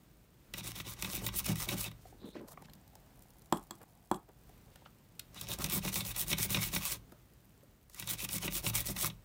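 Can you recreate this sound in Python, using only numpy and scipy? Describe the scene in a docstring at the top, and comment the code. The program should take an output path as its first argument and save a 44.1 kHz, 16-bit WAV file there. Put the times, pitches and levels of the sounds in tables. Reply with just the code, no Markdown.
"""A toothbrush scrubs a small circuit board over a workbench, in three bursts of push and pull strokes.
Bristles hiss as filtered noise and grains; the same friction shakes resonances of casing and bench.
The head catches on parts: noise bursts ring the casing, snap the bristles and thud in the bench.
Between bursts the brush is laid aside, dipped and tapped twice: ringing modes, ticks and rubbing noise.
Behind it lie quiet air noise, fine crackle and a faint, even tick."""
import sys
import numpy as np
from scipy import signal
from scipy.fft import rfft, irfft
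from scipy.io import wavfile
from scipy.ndimage import uniform_filter1d

SR = 44100
rng = np.random.default_rng(int(sys.argv[2]) if len(sys.argv) > 2 else 0)


def bounce(signal):
    """Save signal as a 16-bit WAV file at the path given by the first command-line argument."""
    frames = np.transpose(np.atleast_2d(signal))
    limited = np.clip(frames, -1, 1)
    pcm = np.round(limited * 32767).astype(np.int16)
    wavfile.write(sys.argv[1], SR, pcm)


N = 407484  # length in samples


def undb(db):
    """Decibels to gain."""
    return 10 ** (np.asarray(db) / 20)


def unit(x):
    """Scale to rms 1."""
    return x / np.sqrt(np.mean(x ** 2))


def peak_unit(x):
    """Scale to peak 1."""
    return x / np.abs(x).max()


def colour(x, points):
    """Shape the spectrum by (f/Hz, level/dB) points joined on a log frequency axis."""
    hz, db = np.transpose(points)
    f = np.arange(len(x) // 2 + 1) * SR / len(x) + 1  # 1 Hz up, to avoid log of 0
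    gain = undb(np.interp(np.log(f), np.log(hz), db))
    return irfft(rfft(x) * gain, len(x))


def ring(x, modes):
    """Drive parallel resonances (f/Hz, width/Hz, level/dB), alternate in sign."""
    out = 0
    for k, (hz, width, db) in enumerate(modes):
        b, a = signal.iirpeak(hz, hz / width, SR)
        out = out + (-1) ** k * undb(db) * signal.lfilter(b, a, x)
    return out


def walk(rate):
    """Wandering level: a new random target each 1 / rate s, slewed between; spread near 1."""
    hold = int(SR / rate)
    targets = rng.standard_normal(N // hold + 1)
    return 1.56 * uniform_filter1d(np.repeat(targets, hold), hold)[:N]


def grains(rate, spread_db, t60):
    """Random flicks of very uneven size, each a swell of noise through two decays of t60 s; rms 1."""
    size = undb(spread_db * np.minimum(rng.exponential(size=N), 4))
    flicks = (rng.random(N) < rate / SR) * size
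    fall = [1, -undb(-60 / (t60 * SR))]
    swell = signal.lfilter([1], np.convolve(fall, fall), flicks)
    return unit(swell * rng.standard_normal(N))


def add(out, s, sound):
    """Mix a sound in at time s."""
    i = int(s * SR)
    out[i:i + len(sound)] += sound[:len(out) - i]


def burst(t60, hz, rise=0.0012, count=4096):
    """A noise burst, high-passed at hz, that rises quickly and decays; peak 1."""
    t = np.arange(count) / SR
    x = rng.standard_normal(count) * (1 - np.exp(-t / rise)) * undb(-60 * t / t60)
    return peak_unit(signal.sosfilt(signal.butter(2, hz, "high", fs=SR, output="sos"), x))


# brush strokes, in turn push and pull: [start t/s, length t/s, bristle level/dB before the scrub mix]
STROKES = [(0.545, 0.06, -52.5), (0.633, 0.089, -50), (0.744, 0.078, -50.5), (0.852, 0.089, -48.5),
           (0.976, 0.111, -52.5), (1.086, 0.11, -44.5), (1.208, 0.085, -48), (1.331, 0.081, -41),
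           (1.439, 0.097, -45.5), (1.558, 0.097, -42.5), (1.673, 0.078, -46), (1.77, 0.11, -41.5),
           (5.347, 0.11, -57.5), (5.48, 0.075, -42.5), (5.59, 0.083, -45), (5.692, 0.095, -40),
           (5.825, 0.078, -42.5), (5.924, 0.097, -38.5), (6.043, 0.081, -42.5), (6.154, 0.089, -38.5),
           (6.269, 0.072, -40.5), (6.375, 0.093, -37.5), (6.493, 0.081, -39), (6.588, 0.11, -40.5),
           (6.719, 0.073, -40.5), (6.816, 0.14, -38.5), (7.958, 0.086, -53), (8.063, 0.089, -42.5),
           (8.185, 0.075, -42.5), (8.295, 0.087, -39.5), (8.406, 0.076, -42), (8.513, 0.091, -38.5),
           (8.633, 0.074, -40), (8.739, 0.083, -34.5), (8.847, 0.081, -42), (8.962, 0.12, -38.5)]
# bench drive through each of the three bursts, before the scrub mix: [t/s, level/dB]
THRUM = [
    [(0.55, -55), (1.05, -48), (1.4, -46.5), (1.49, -40.5), (1.6, -53.5), (1.7, -40.5), (1.83, -48.5)],
    [(5.4, -56.5), (5.64, -44), (6.1, -49), (6.32, -44), (6.56, -43.5), (6.66, -51.5), (6.76, -42),
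     (6.9, -51.5)],
    [(8.0, -53), (8.3, -47.5), (8.58, -46.5), (8.67, -43.5), (8.8, -49.5), (9.05, -46)],
]
# (push, pull): place of the fastest moment 0-1; casing dB in a usual stroke; bench dB over THRUM
FASTEST, CASING_DB, BENCH_DB = (.68, 0.58), (-50, -50.5), (1.5, 0.)
USUAL_DB = -44  # bristle level of a usual stroke
CASING_FOLLOWS = 0.47  # casing dB per dB of bristle strength


def motion(edge_db, bend):
    """Gains of bristles, casing and bench: each stroke swells with brush speed and dies at the turn."""
    t, out = np.arange(N) / SR, np.zeros((3, N))
    thrum_s, thrum_db = np.concatenate(THRUM).T
    for k, (s, length, db) in enumerate(STROKES):
        way = k % 2
        mid = FASTEST[way]
        span = slice(int((s - .06) * SR), int((s + length + .06) * SR))
        # distance from the fastest moment: 0 there, 1 at either turn
        u = (t[span] - s) / length - mid
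        u = np.where(u < 0, -u / mid, u / (1 - mid))
        casing_db = CASING_DB[way] + CASING_FOLLOWS * (db - USUAL_DB)
        bench_db = BENCH_DB[way] + np.interp(s + mid * length, thrum_s, thrum_db)
        out[:, span] += np.outer(undb([db, casing_db, bench_db]), undb(edge_db * u ** bend))
    return out


# colour of the bristle hiss: [f/Hz, relative level/dB per Hz]
BRISTLES = [(1500, -25), (3000, 8.5), (5000, -3), (7000, 2.5), (9000, 5.5), (11000, 7), (13000, 5),
            (15000, 12.5), (17000, 1)]
# resonances of the device casing: [f/Hz, width f/Hz, relative level/dB]
CASING = [(570, 26, 0.5), (840, 105, -5), (1105, 190, -0.5), (1544, 100, -5.5), (1966, 90, -0.5),
          (2247, 106, 1), (2560, 240, 0.5), (2997, 290, -2.5), (3737, 303, 1.5), (4770, 120, -12),
          (5450, 210, -2.5)]
# resonances of the workbench: [f/Hz, width f/Hz, relative level/dB]
BENCH = [(112.5, 4.95, 1), (158.4, 8.1, -4), (191.6, 9.6, -5.5), (275, 66.5, -6.5), (290.1, 66.4, -5.5),
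         (367, 97, -17), (686, 410, -25)]


def scrub():
    """Bristle tips slip in a dense hiss with louder flicks; the same friction shakes casing and bench."""
    tips = motion(edge_db=-14.5, bend=2.87)[0]
    _, casing, bench = motion(edge_db=-6, bend=4.6)
    # single bristles slip; whole tufts let go together
    single = grains(500, spread_db=4., t60=.0025)
    whole = grains(200, spread_db=2.5, t60=.014)
    rub = .65 * rng.standard_normal(N) + .55 * single + .35 * whole
    hiss = unit(colour(rub, BRISTLES))
    # upper and lower parts of the hiss shift as the tufts bend
    bands = [(5400, 2600, 0), (8400, 2400, 0), (13400, 7100, 0.011)]
    tufts = sum(undb(3.7 * walk(40)) * ring(hiss, [band]) for band in bands)
    bristles = unit(hiss + .6 * tufts) * undb(1.5 * walk(70))
    # the place of contact moves, so each mode of the casing comes and goes over a broad scrape
    modes = 0
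    for mode in CASING:
        own_rub = rub * rng.choice([-1, 1], N)  # random signs keep the modes independent
        modes = modes + undb(3.05 * walk(30)) * ring(own_rub, [mode])
    scrape = ring(rub, [(880, 6500, -3.0), (2930, 1330, 5), (5970, 1560, -1)])
    body = unit(unit(modes) + 0.65 * unit(scrape)) * undb(2. * walk(50))
    thrum = ring(bench * grains(50, spread_db=2.0, t60=0.037), BENCH)
    # the working arm sways the whole bench, over a faint constant floor
    arm = uniform_filter1d(bench, int(.3 * SR)) + undb(-81.5)
    sway = arm * unit(ring(rng.standard_normal(N), [(46, 12, 0), (75, 30, -7)]))
    return undb(3.5) * (tips * bristles + casing * body) + undb(31.5) * thrum + undb(-3.0) * sway


# brush head catching on parts: [t/s, peak level/dB, strongest ring f/Hz, bristle snap level/dB over peak]
CATCHES = [(0.537, -30, 2530, 1.5), (0.6056, -37, 1810, -2), (0.7587, -36, 5540, 2),
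           (0.7989, -28.5, 3520, -12), (1.0229, -26.5, 3680, 4), (1.045, -26.5, 1930, -4),
           (1.264, -26, 2480, 3.5), (1.286, -30, 3700, -16), (1.4627, -28, 3850, 7.5),
           (1.5563, -36, 2340, 8), (1.688, -25, 3830, 3), (1.913, -43.5, 1670, 0), (5.344, -50, 3500, 10),
           (5.4115, -35.5, 3800, 11.5), (5.5865, -47.5, 1960, 20), (5.6418, -23.5, 3620, 7),
           (5.708, -35, 3540, 0), (5.7203, -30.5, 3510, 7), (5.8485, -31, 3600, 7),
           (5.8755, -29, 2450, -19), (5.927, -40, 5400, 10), (5.956, -25.5, 2930, 7),
           (6.281, -48, 5980, 18), (6.301, -34, 2180, -5), (6.314, -20, 3730, -13),
           (6.3278, -19, 3460, -11), (6.4046, -35, 3670, -9.5), (6.5253, -33, 1240, -19),
           (6.5444, -18.5, 2570, -26), (6.569, -24, 1080, -12), (6.736, -29.5, 3540, 2),
           (6.76, -20.5, 2480, -11), (7.997, -36.5, 2290, 11), (8.0227, -33, 2240, -13),
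           (8.2469, -31.5, 2710, 7), (8.2884, -33, 5420, 5), (8.4774, -24, 1080, -20),
           (8.6633, -22.5, 2330, -15), (8.7326, -36.5, 1045, -7), (8.87, -42.5, 1970, 19),
           (8.963, -30.5, 1200, -1.), (9.0985, -36, 2180, -21)]
THUD_DB = -13.5  # push into the bench over the peak of a catch, before the bench gain
# small random catches, one in each stroke: dB over the bristles, spread either way dB, snap dB over peak
SMALL_DB, SMALL_SPREAD_DB, SMALL_SNAP_DB = 3, 2, 12


def catches():
    """A short scrape into the casing modes near the ring, a snap of bristles and a thud in the bench."""
    out, push = np.zeros(N), np.zeros(N)
    small = []
    for s, length, db in STROKES:
        place, strength, pick = rng.random(3)
        small_db = db + SMALL_DB + SMALL_SPREAD_DB * (2 * strength - 1)
        hz = CASING[int(pick * len(CASING))][0]
        small.append((s + place * length, small_db, hz, SMALL_SNAP_DB))
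    for s, db, hz, snap_db in list(CATCHES) + small:
        # modes lose 2.8 dB per octave away from the ring
        near = [(f, w, g - 2.8 * abs(np.log2(f / hz))) for f, w, g in CASING]
        knock = peak_unit(ring(burst(0.029, 270), near))
        snap = undb(snap_db) * burst(0.012, 3800)
        add(out, s, undb(db) * (knock + snap))
        add(push, s, undb(db + THUD_DB) * np.hanning(60))
    return out + undb(27) * ring(push, BENCH)


# taps on the bench and their bounces: [t/s, nominal level/dB of the body, tick level/dB over it]
TAPS = [(3.525, -11.5, -11.5), (3.572, -39, 0), (3.709, -29, -3), (4.114, -15.5, -14), (4.144, -40, 1.5)]
# modes of handle and bench when tapped: [f/Hz, relative level/dB, 60 dB decay t/s]
TAPPED = [(237, -19, 0.092), (310, 1, 0.026), (627, -20, 0.043), (845, 10, 0.01), (980, -1, 0.02),
          (1074, -12.5, 0.053), (1660, -6, 0.012), (3320, -17, 0.01), (4080, -33, .02),
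          (7660, -9.5, 0.0062)]
LIGHT_CUT = 0.86  # dB of low modes lost per dB of extra tick: light taps hardly push the bench


def taps():
    """A light tick, then the modes of handle and bench pushed for a moment, with a woody tail."""
    out, t = np.zeros(N), np.arange(8192) / SR
    wood = [(170, 150, 4.5), (335, 116, 5.5), (740, 510, -9), (1210, 220, -2)]
    for s, db, tick_db in TAPS:
        modes = np.zeros(len(t))
        for hz, level_db, t60 in TAPPED:
            # high modes follow the tick, low modes weaken with it
            if hz > 2000:
                level_db = level_db + tick_db + 22.5
            elif hz < 900:
                level_db = level_db - LIGHT_CUT * (tick_db + 11.5)
            modes += undb(level_db - 60 * t / t60) * np.sin(2 * np.pi * hz * t)
        tail = peak_unit(ring(burst(0.18, 133, count=8192), wood))
        add(out, s - .001, undb(db + tick_db) * burst(0.011, 1060))
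        add(out, s, undb(db) * (1 - np.exp(-t / 0.0014)) * (0.73 * modes + 0.14 * tail))
    return out


# small ticks of things handled nearby: [t/s, peak level/dB, ring f/Hz, snap level/dB over peak]
TICKS = [(2.052, -44.5, 760, -17), (2.124, -48.5, 830, -19), (2.229, -50, 610, -23), (2.264, -54, 611, -18),
         (2.353, -36.5, 620, -24), (2.483, -47.5, 1010, 10), (2.573, -39, 1120, -21), (2.621, -45, 945, 2),
         (2.683, -49, 1730, -14), (2.696, -48.5, 4150, -6), (2.734, -50, 4500, 9), (2.752, -63, 821, 11),
         (2.877, -68, 767, 18), (2.953, -49, 860, 7.5), (3.419, -60.5, 678, 13.5), (3.458, -62.5, 689, 15),
         (4.288, -57, 778, 7), (4.493, -51, 815, 2), (4.575, -62, 2500, 3), (4.659, -64, 807, 8),
         (4.757, -46.5, 1720, 3), (4.818, -51, 910, -16), (4.859, -43.5, 1500, -29),
         (5.194, -33, 4200, 4.5), (7.12, -44.5, 595, -0.5), (7.628, -53, 586, -9), (7.897, -56, 1070, 11),
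         (7.945, -48.5, 3210, 14.5)]


def ticks():
    """Each tick rings one pitch with a dull body and an overtone, under a snap."""
    out = np.zeros(N)
    for s, db, hz, snap_db in TICKS:
        modes = [(.45 * hz, .4 * hz, -3), (hz, .2 * hz, 0), (1.9 * hz, .6 * hz, -8)]
        body = peak_unit(ring(ring(burst(0.018, 360), modes), modes))
        snap = undb(snap_db) * burst(0.014, 3600)
        add(out, s, undb(db) * (body + snap))
    return out


def friction(grit, s, length, modes):
    """A piece of grit noise passed twice through resonances, rms 1, then faded in and out."""
    part = grit[int(s * SR):int((s + length) * SR)]
    return signal.windows.tukey(len(part), .4) * unit(ring(ring(part, modes), modes))


# things slide and rub on the bench; the longest is a soft steady rush:
# [start t/s, length t/s, rms level/dB before fades, centre f/Hz, width f/Hz of each filter pass]
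SLIDES = [(2.1, 0.34, -62, 250, 381), (1.987, 0.15, -67, 6000, 14000), (1.99, 2.64, -72, 747, 335),
          (2.178, 0.2, -64.5, 3800, 900), (2.206, 0.1, -51, 228, 305), (2.243, 0.089, -66, 7950, 12000),
          (2.335, 0.134, -48.5, 240, 298), (2.336, 0.074, -56.5, 1530, 1790),
          (2.47, 0.074, -56, 9000, 17000), (2.463, 0.094, -59, 540, 1200), (2.443, 0.395, -61.5, 147, 170),
          (2.633, 0.03, -61.5, 2500, 5000), (4.279, 0.039, -60, 370, 697), (3.8, 0.047, -58, 453.7, 900),
          (4.849, 0.028, -63, 2490, 3000), (7.9, .05, -63, 7000, 12000), (4.675, .053, -66.5, 500, 900),
          (4.696, 0.15, -73, 2400, 4000), (5.073, 0.14, -69, 140, 200), (6.998, 0.19, -66, 151, 280)]
# colour of the rattle after a tap: [f/Hz, width f/Hz, relative level/dB]
RATTLE = [(3450, 900, -6), (7900, 2500, 0), (13000, 6000, -4.5)]
RATTLE_S, RATTLE_DB = .065, -45  # length in s; dB relative to the tap


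def bench_noises():
    """Grainy friction in one broad resonance for each slide; what was tapped rattles on briefly."""
    out = np.zeros(N)
    grit = .5 * rng.standard_normal(N) + 0.72 * grains(250, spread_db=3.5, t60=0.02)
    for s, length, db, hz, width in SLIDES:
        add(out, s, undb(db) * friction(grit, s, length, [(hz, width, 0)]))
    for s, db, _ in TAPS:
        add(out, s, undb(db + RATTLE_DB) * friction(grit, s, RATTLE_S, RATTLE))
    return out


# level of fine crackle, loudest while things are handled: [t/s, level/dB]
CRACKLE = [(0, -79), (1.9, -86), (2.3, -77), (2.8, -79), (3.12, -82), (3.18, -62.5), (3.36, -71),
           (3.42, -70), (3.8, -67.5), (4.2, -77), (4.65, -74), (4.9, -76), (9.3, -78)]


def crackle():
    """Sparse bright grains whose level follows the handling."""
    bright = [(3000, -10), (9000, 2), (15000, 1.5)]
    fine = unit(colour(grains(110, spread_db=3.5, t60=0.0054), bright))
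    return fine * undb(np.interp(np.arange(N) / SR, *np.transpose(CRACKLE)))


# colour of the faint, even tick: [f/Hz, width f/Hz, relative level/dB]
EVEN = [(3000, 2400, -1), (9000, 2500, -6), (13800, 4000, 1)]
EVEN_START_S, EVEN_PERIOD_S, EVEN_DB = .0366, .10233, -52  # first time s, period s, peak dB


def even_tick():
    """Evenly spaced impulses ring three broad resonances."""
    beat = np.zeros(N)
    times = np.arange(EVEN_START_S, N / SR, EVEN_PERIOD_S)
    beat[(times * SR).astype(int)] = 1
    return undb(EVEN_DB) * peak_unit(ring(beat, EVEN))


# colour of the room air: [f/Hz, relative level/dB per Hz]
ROOM = [(15, -41.5), (25, -7.5), (53, -1), (80, -9.5), (108, -2.5), (180, -7.5), (249, -12.5), (734, -22),
        (818, -23.5), (4610, -33), (6050, -34.5), (8140, -34), (11900, -38.5), (14800, -28), (16000, -42)]
ROOM_DB = -61  # level around which the air wanders


def room_air():
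    """Coloured noise, its level wandering a little."""
    return unit(colour(rng.standard_normal(N), ROOM)) * undb(ROOM_DB + 1.2 * walk(5))


def scene():
    """All sources; scrub, catches, taps and ticks get a short echo from bench and walls."""
    near = scrub() + catches() + taps() + ticks()
    echo = signal.fftconvolve(near, burst(0.18, 276, count=12000))[:N]
    # soft surfaces dull the echo
    echo = signal.lfilter([.35], [1, -.65], echo)
    background = bench_noises() + crackle() + even_tick() + room_air()
    return (near + undb(-28.0) * echo + background)[None]


def record(dry):
    """The phone cuts the deepest bass below 37 Hz and the top above 15750 Hz with steep filters."""
    x = signal.sosfilt(signal.cheby1(8, 1, 37, "high", fs=SR, output="sos"), dry)
    return signal.sosfilt(signal.ellip(10, .2, 80, 15750, fs=SR, output="sos"), x)


dry = scene()
out = record(dry)
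bounce(out)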